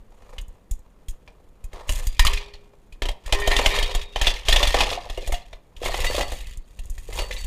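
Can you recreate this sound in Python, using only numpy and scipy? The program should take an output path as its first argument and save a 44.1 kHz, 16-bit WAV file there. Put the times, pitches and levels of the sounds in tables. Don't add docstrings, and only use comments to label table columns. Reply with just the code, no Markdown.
import sys
import numpy as np
from scipy import signal
from scipy.fft import rfft, irfft
from scipy.io import wavfile

SR = 44100
rng = np.random.default_rng(int(sys.argv[2]) if len(sys.argv) > 2 else 0)


def pcm_store(signal):
    levels = np.round(np.clip(np.atleast_2d(signal), -1, 1) * 32767)
    wavfile.write(sys.argv[1], SR, levels.astype(np.int16).T)


N = 328986


# start in seconds, level in dB, knock and tick in dB relative to that level,
# clink pitch in Hz.
STONE_STRIKES = [(0.3825, -30.5, -12, -5.5, 3030), (0.7109, -48, 4.5, 20.5, 3500),
                 (1.0841, -41, -25, 13, 3336), (1.277, -40.5, 5.5, -40, 2380), (1.6405, -48.5, 3, 13, 2510),
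                 (1.7315, -40.5, 6, -1, 1930), (1.8923, -18.5, -0.5, 1.5, 2930),
                 (2.0691, -31, -35, 9, 4750), (2.194, -5.5, -20, -6, 1877), (2.2493, -17.5, -5, 2.5, 4860),
                 (2.2679, -7, -42, -10, 3070), (2.333, -23, -25, -0.5, 3290),
                 (2.373, -22, -16, -10.5, 2460), (2.537, -31.5, -28, -22, 4310),
                 (2.924, -42.5, -41, -1.5, 2480), (3.02, -18.5, 1.5, -11.5, 3140),
                 (3.055, -23.5, 2.5, -7.5, 3110), (3.0868, -22.5, -3, -7, 3220),
                 (3.261, -31, -31, -2, 1730), (3.3243, -11.5, 2, -6.5, 3060), (3.346, -23, 0, -11, 2480),
                 (3.3976, -29, -20, 6, 3550), (3.4741, -14, 4.5, -2, 3130), (3.515, -12.5, -0.5, -10, 1825),
                 (3.5653, -12.5, -22, -7, 3100), (3.589, -18.5, 9, -9, 1660),
                 (3.66, -7.5, -0.5, -6.5, 3060), (3.764, -18.5, -11, -7, 3040),
                 (3.787, -16.5, -6, -4.5, 3280), (3.8264, -15.5, -9, -7.5, 3010),
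                 (3.949, -18.5, -2, -3, 3470), (4.0143, -28, -30, -9.5, 3370),
                 (4.1596, -17.5, 1.5, -43, 3080), (4.214, -14, -0.5, -5, 3180),
                 (4.2698, -7, -9.5, -14, 3480), (4.4849, -7, -3, -11, 3180), (4.5259, -5, -13, -10, 3470),
                 (4.561, -7.5, -7, -18, 3280), (4.6294, -8, -3, -11, 3504), (4.672, -11.5, -35, -9, 3440),
                 (4.743, -13.5, 8.5, -18, 1840), (4.805, -9.5, 5, -18, 2630),
                 (4.9137, -32.5, 17.5, 5, 2900), (5.098, -28.5, 0.5, -9, 3390), (5.175, -31, 1, -6, 2860),
                 (5.2747, -33, 7, 11, 1980), (5.322, -27, 4, 7, 2140), (5.342, -21.5, -35, -24, 2840),
                 (5.5294, -34.5, 5, -31.5, 3610), (5.765, -37.5, -24, -5.5, 3040),
                 (5.8303, -33, 17, -20, 3330), (5.859, -22, 8, -0.5, 2150), (5.9424, -21.5, 3.5, -28, 2010),
                 (6.0451, -18.5, -1.5, -5, 1920), (6.1813, -27, 17, -24, 2760),
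                 (6.209, -19.5, 10, -7, 1953), (6.32, -32, 13.5, 5, 2220), (6.79, -39, -6.5, 5.5, 2710),
                 (6.8983, -54, -16, 22, 2700), (6.98, -38, -5, 3.5, 1910), (7.126, -31, 0, -25, 2070),
                 (7.188, -21.5, 1, -25, 2800), (7.3107, -22.5, -20, -12.5, 2020),
                 (7.366, -29, -14, -25, 3900)]
# pitch in Hz, width in Hz, relative level in dB.
KNOCK_COLOUR = [(234.6, 15, 16), (617, 314, 29), (1070, 88, 5)]
CLACK_COLOUR = [(1750, 560, 13.83), (2635, 210, 19.26), (3210, 470, 18.57), (5050, 3060, 9.1)]
TICK_COLOUR = [(6830, 820, 10.4), (8890, 1110, 8.8), (13100, 4200, 3.3)]
# pitch in Hz, width in Hz, relative level in dB.
ROLL_COLOUR = [(432, 111, -1.5), (527, 109, 1.5), (980, 403, -3)]
# start in seconds, end in seconds, rattle level in dB at the start and at the end,
# knock and tick in dB relative to the rattle.
GRAVEL_SLIDES = [(0.12, 0.337, -79, -65.5, 15.5, 3), (1.749, 1.87, -52, -64.5, 15.5, -11),
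                 (1.904, 1.997, -37.5, -37.5, -9, 4.5), (2.004, 2.19, -67, -47, -36, -14),
                 (2.29, 2.404, -32, -37, -8, -45), (3.278, 3.426, -41, -36.5, 1.5, -11.5),
                 (3.477, 3.694, -31, -30.5, 0.5, -8), (3.743, 3.98, -25.5, -36, -7, -12),
                 (4.162, 4.276, -41, -22.5, -8.5, -14), (4.499, 4.691, -25, -26, -4, -9),
                 (4.769, 4.914, -23, -27, -1.5, -16), (5.092, 5.35, -48, -39, -36.5, -8.5),
                 (5.848, 6.202, -31, -30, -3.5, -4), (6.312, 6.485, -40.5, -44.5, -25, -2),
                 (6.683, 7.09, -71.5, -54, -18, 4.5), (7.115, 7.191, -50, -34, 1, 0),
                 (7.334, 7.46, -42, -44, -14, 2)]
# knock, rattle and tick level in dB.
RUSTLE_LEVELS = [-65, -75.5, -73]
# start in seconds, level in dB, pitch in Hz.
HOLLOW_KNOCKS = [(0.267, -44, 680), (2.195, -11, 1014), (2.25, -8, 1195), (2.279, -12, 1115),
                 (2.299, -20, 990), (4.975, -12, 726), (5.062, -25, 723), (5.177, -12, 520),
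                 (5.229, -24, 538), (5.292, -16.5, 563), (5.337, -12.5, 708), (5.817, -21, 480),
                 (5.891, -17, 674), (5.971, -27, 850), (6.045, -16, 715), (6.1, -11.5, 512),
                 (6.146, -12, 580), (6.179, -10, 492), (6.2, -10, 573), (7.088, -18.5, 450),
                 (7.305, -21, 525)]
# start in seconds, level in dB.
GRIT_TICKS = [(0.414, -34), (0.482, -40), (0.7363, -36.5), (0.7918, -44.5), (6.502, -47), (6.573, -31),
              (6.856, -36), (7.155, -26.5), (7.445, -27)]
# pitch in Hz, t60 in seconds.
BOWL_MODES = [(408, 1.1), (1040, .4), (1729, .35), (1843, .6), (1976, .25), (2282, .6), (2425, .7),
              (3073, .3), (3728, 1.2), (4795, .4)]
BOWL_MODE_LEVELS = [-1, -3, -3, 5, 0, 1, 1, -4, -1, -4]
# start in seconds, then dB for its low, middle, high,
# long-singing and top modes.
BOWL_BLOWS = [(2.07, -70, -60, -60, -75, -36), (2.195, -42, -23, -27, -60, -24),
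              (2.3, -33, -34, -32, -65, -29), (3.35, -21, -28, -36, -45, -40),
              (3.419, -32, -22, -27, -40, -36), (3.512, -30, -17, -25, -36, -34),
              (3.705, -28, -25, -24, -24, -36), (4.63, -45, -29, -45, -60, -50)]
# pitch in Hz, t60 in seconds.
PAN_MODES = [(1995, .12), (2822, .3), (3750, .25), (4160, .3), (4508, .4), (6100, .25), (7045, .3),
             (7967, .3)]
PAN_MODE_LEVELS = [20, 13.5, 10.5, 3, 4, -6, -9, -4]
# start in seconds, then dB for its low, middle and high modes.
PAN_TAPS = [(5.905, -58, -34.5, -39), (6.066, -34.5, -45, -29), (6.22, -44.5, -56.5, -37),
            (7.195, -47, -55, -34.5), (7.375, -72, -53, -36.5)]
# pitch in Hz, relative level in dB per Hz.
ROOM_TONE_SHAPE = [(30, 12.5), (75, 0), (204, -3.5), (266, -7.5), (499, -7.5), (540, -10), (962, -17.5),
                   (4910, -36.5), (14400, -39)]

TUMBLE_T60_S = 0.13
CLINK_DB, CLINK_T60_S = -0.5, 0.057
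GRAINS_PER_S, ROLLS_PER_S, GRAIN_SPREAD_DB = 520, 180, 4
RISE_DB_PER_S, FALL_DB_PER_S = 476, 147.5
ROLL_SMOOTH = 0.4
PAN_FED_DB = -55
PAN_FREE_S = 5.8
PINGS_PER_S, PING_DB, PING_T60_S = 300, -5, 0.04
HOLLOW_T60_S, HOLLOW_ROUGH = 0.038, 0.65
SHEET_DB = -43.5
ROOM_T60_S, ROOM_DB, WALL_CUT_HZ = 0.33, -7, 1300
ROOM_TONE_DB = -48.5
CUTOFF_HZ = 16450


def stones():
    starts_s, level, knock, tick, clink_hz = np.transpose(STONE_STRIKES)
    hits = colour(crunch(level + knock), KNOCK_COLOUR)
    hits = hits + colour(crunch(level), CLACK_COLOUR)
    hits = hits + colour(crunch(level + tick), TICK_COLOUR)

    t, clinks = np.arange(SR // 5) / SR, np.zeros(N)
    starts = np.round(starts_s * SR).astype(int)
    others = 1750 * 2.4 ** rng.random((len(starts), 5))
    for start, db, hz, more_hz in zip(starts, level, clink_hz, others):
        extra = np.sin(2 * np.pi * more_hz[:, None] * t).sum(axis=0)
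        tones = np.sin(2 * np.pi * hz * t) + amp(-10) * extra
        clink = amp(db + CLINK_DB - 60 * t / CLINK_T60_S) * tones
        clinks[start:start + len(t)] += clink[:N - start]
    flutter = rms_one(butter(rng.standard_normal(N), 200, "low"))
    return hits + clinks * (1 + 0.4 * flutter)


def crunch(db):
    clicks = train(STONE_STRIKES, db)
    crack = dying(clicks, t60=0.03) - dying(clicks, t60=0.008)
    tumble = amp(-10.5) * dying(clicks, TUMBLE_T60_S) * grains(350)
    return (crack + tumble) * rng.standard_normal(N)


def rattle():
    t = np.arange(0, N, 32) / SR
    strength = amp(RUSTLE_LEVELS)[:, None]
    for start, end, first_db, last_db, knock, tick in GRAVEL_SLIDES:
        db = np.interp(t, [start, end], [first_db, last_db])
        db = db - RISE_DB_PER_S * np.maximum(start - t, 0)
        db = db - FALL_DB_PER_S * np.maximum(t - end, 0)
        strength = strength + amp(db + np.array([[knock], [0], [tick]]))
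    strength = np.repeat(strength, 32, axis=1)[:, :N]

    fine = grains(GRAINS_PER_S)
    rolling = ROLL_SMOOTH + grains(ROLLS_PER_S)
    low, mid, high = strength * [rolling, fine, fine] * rng.standard_normal((3, N))
    gravel = colour(low, ROLL_COLOUR) + colour(mid, CLACK_COLOUR) + colour(high, TICK_COLOUR)
    return gravel + pings(strength[1]) + amp(PAN_FED_DB) * fed_pan(mid)


def pings(strength):
    sizes = amp(3.5 * np.minimum(rng.exponential(1, N), 4))
    sizes = sizes * (rng.random(N) < PINGS_PER_S / SR)
    dealt = rng.integers(0, 16, N)
    pitches = np.geomspace(1750, 4700, 16)
    rings = sum(ring(sizes * (dealt == k), hz, PING_T60_S) for k, hz in enumerate(pitches))
    return amp(PING_DB) * strength * rms_one(rings)


def fed_pan(gravel):
    late = np.arange(N) > PAN_FREE_S * SR
    return sum(amp(db) * ring(gravel * late, hz, t60)
               for (hz, t60), db in zip(PAN_MODES, PAN_MODE_LEVELS))


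def hollow_knocks():
    out, t = np.zeros(N), np.arange(SR // 5) / SR
    for start_s, db, hz in HOLLOW_KNOCKS:
        start = int(start_s * SR)
        onset = np.minimum(t / 0.0018, 1)
        note = amp(db - 60 * t / HOLLOW_T60_S) * np.sin(2 * np.pi * hz * t) * onset
        out[start:start + len(t)] += note[:N - start]
    roughness = rms_one(butter(rng.standard_normal(N), 167, "low"))
    return out * (1 + HOLLOW_ROUGH * roughness)


def grit():
    burst = dying(train(GRIT_TICKS, np.array(GRIT_TICKS)[:, 1]), t60=0.016)
    return colour(burst * rng.standard_normal(N), TICK_COLOUR)


def bowl():
    return struck(BOWL_BLOWS, BOWL_MODES, BOWL_MODE_LEVELS, [1500, 2100, 3400, 4000])


def tapped_pan():
    return struck(PAN_TAPS, PAN_MODES, PAN_MODE_LEVELS, [4000, 4300])


def struck(blows, modes, levels, splits):
    rows = np.array(blows)
    spot = rng.normal(0, 0.38, (len(rows), len(modes)))
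    out = 0
    for k, ((hz, t60), db) in enumerate(zip(modes, levels)):
        group = 1 + np.searchsorted(splits, hz)
        out = out + ring(train(blows, rows[:, group] + db + spot[:, k]), hz, t60)
    return out


def sheet(x):
    pitches = np.linspace(1900, 12800, 48) + rng.uniform(-100, 100, 48)
    return sum(ring(x, hz, t60) for hz, t60 in zip(pitches, rng.uniform(0.014, 0.073, 48)))


def dip_1500(x):
    w = 2 * np.pi * 1520 / SR
    dip = [1, -2 * 0.985 * np.cos(w), 0.985 ** 2]
    refill = [1, -2 * 0.96 * np.cos(w), 0.96 ** 2]
    return signal.lfilter(dip, refill, x)


def room(x):
    t = np.arange(SR) / SR
    tail = rng.standard_normal(SR) * amp(-60 * t / ROOM_T60_S) * (t > 0.006)
    dulled = butter(x, WALL_CUT_HZ, "low", order=1)
    return signal.fftconvolve(dulled, tail / np.linalg.norm(tail))[:N]


def room_tone():
    hz, db = np.transpose(ROOM_TONE_SHAPE)
    grid = np.fft.rfftfreq(N, 1 / SR) + 1
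    shape = amp(np.interp(np.log(grid), np.log(hz), db))
    noise = irfft(rfft(rng.standard_normal(N)) * shape, N)
    return amp(ROOM_TONE_DB) * noise / np.std(butter(noise, 31, "high", order=4))


def grains(per_s):
    sizes = amp(GRAIN_SPREAD_DB * np.minimum(rng.exponential(1, N), 4))
    return rms_one(dying(sizes * (rng.random(N) < per_s / SR), t60=0.021))


def train(rows, db):
    clicks = np.zeros(N)
    clicks[np.round(np.array(rows)[:, 0] * SR).astype(int)] = amp(db)
    return clicks


def dying(clicks, t60):
    return signal.lfilter([1], [1, -amp(-60 / (t60 * SR))], clicks + 1e-18)


def ring(x, hz, t60):
    r, w = amp(-60 / (t60 * SR)), 2 * np.pi * hz / SR
    return signal.lfilter([0, np.sin(w)], [1, -2 * r * np.cos(w), r * r], x + 1e-18)


def colour(x, peaks):
    both, out = np.stack([x, rng.standard_normal(N)]), 0
    for k, (hz, width, db) in enumerate(peaks):
        r = np.exp(-np.pi * width / SR)
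        poles = [1, -2 * r * np.cos(2 * np.pi * hz / SR), r * r]
        band = signal.lfilter([(1 - r * r) / 2, 0, (r * r - 1) / 2], poles, both)
        out = out + (-1) ** k * amp(db) * band
    return out[0] / np.std(out[1])


def butter(x, hz, kind, order=2):
    return signal.sosfilt(signal.butter(order, hz, kind, fs=SR, output="sos"), x)


def rms_one(x):
    return x / np.sqrt(np.mean(x ** 2) + 1e-20)


def amp(db):
    return 10 ** (np.asarray(db) / 20)


def scene():
    contacts = stones() + rattle() + hollow_knocks() + grit()
    steel = amp(SHEET_DB) * sheet(contacts) + bowl() + tapped_pan()
    near = dip_1500(contacts + steel)
    return (near + amp(ROOM_DB) * room(near) + room_tone())[None]


def record(dry):
    rectified = np.abs(butter(dry, 10000, "high", order=4)) ** 0.71
    thump = butter(rectified, 34.2, "low")
    thump = butter(butter(thump, 22, "high"), 1.6, "high")
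    rounded = np.tanh(dry * amp(-7.5) + amp(22.0) * thump)
    return signal.sosfilt(signal.cheby2(12, 70, CUTOFF_HZ, fs=SR, output="sos"), rounded)


dry = scene()
out = record(dry)
pcm_store(out)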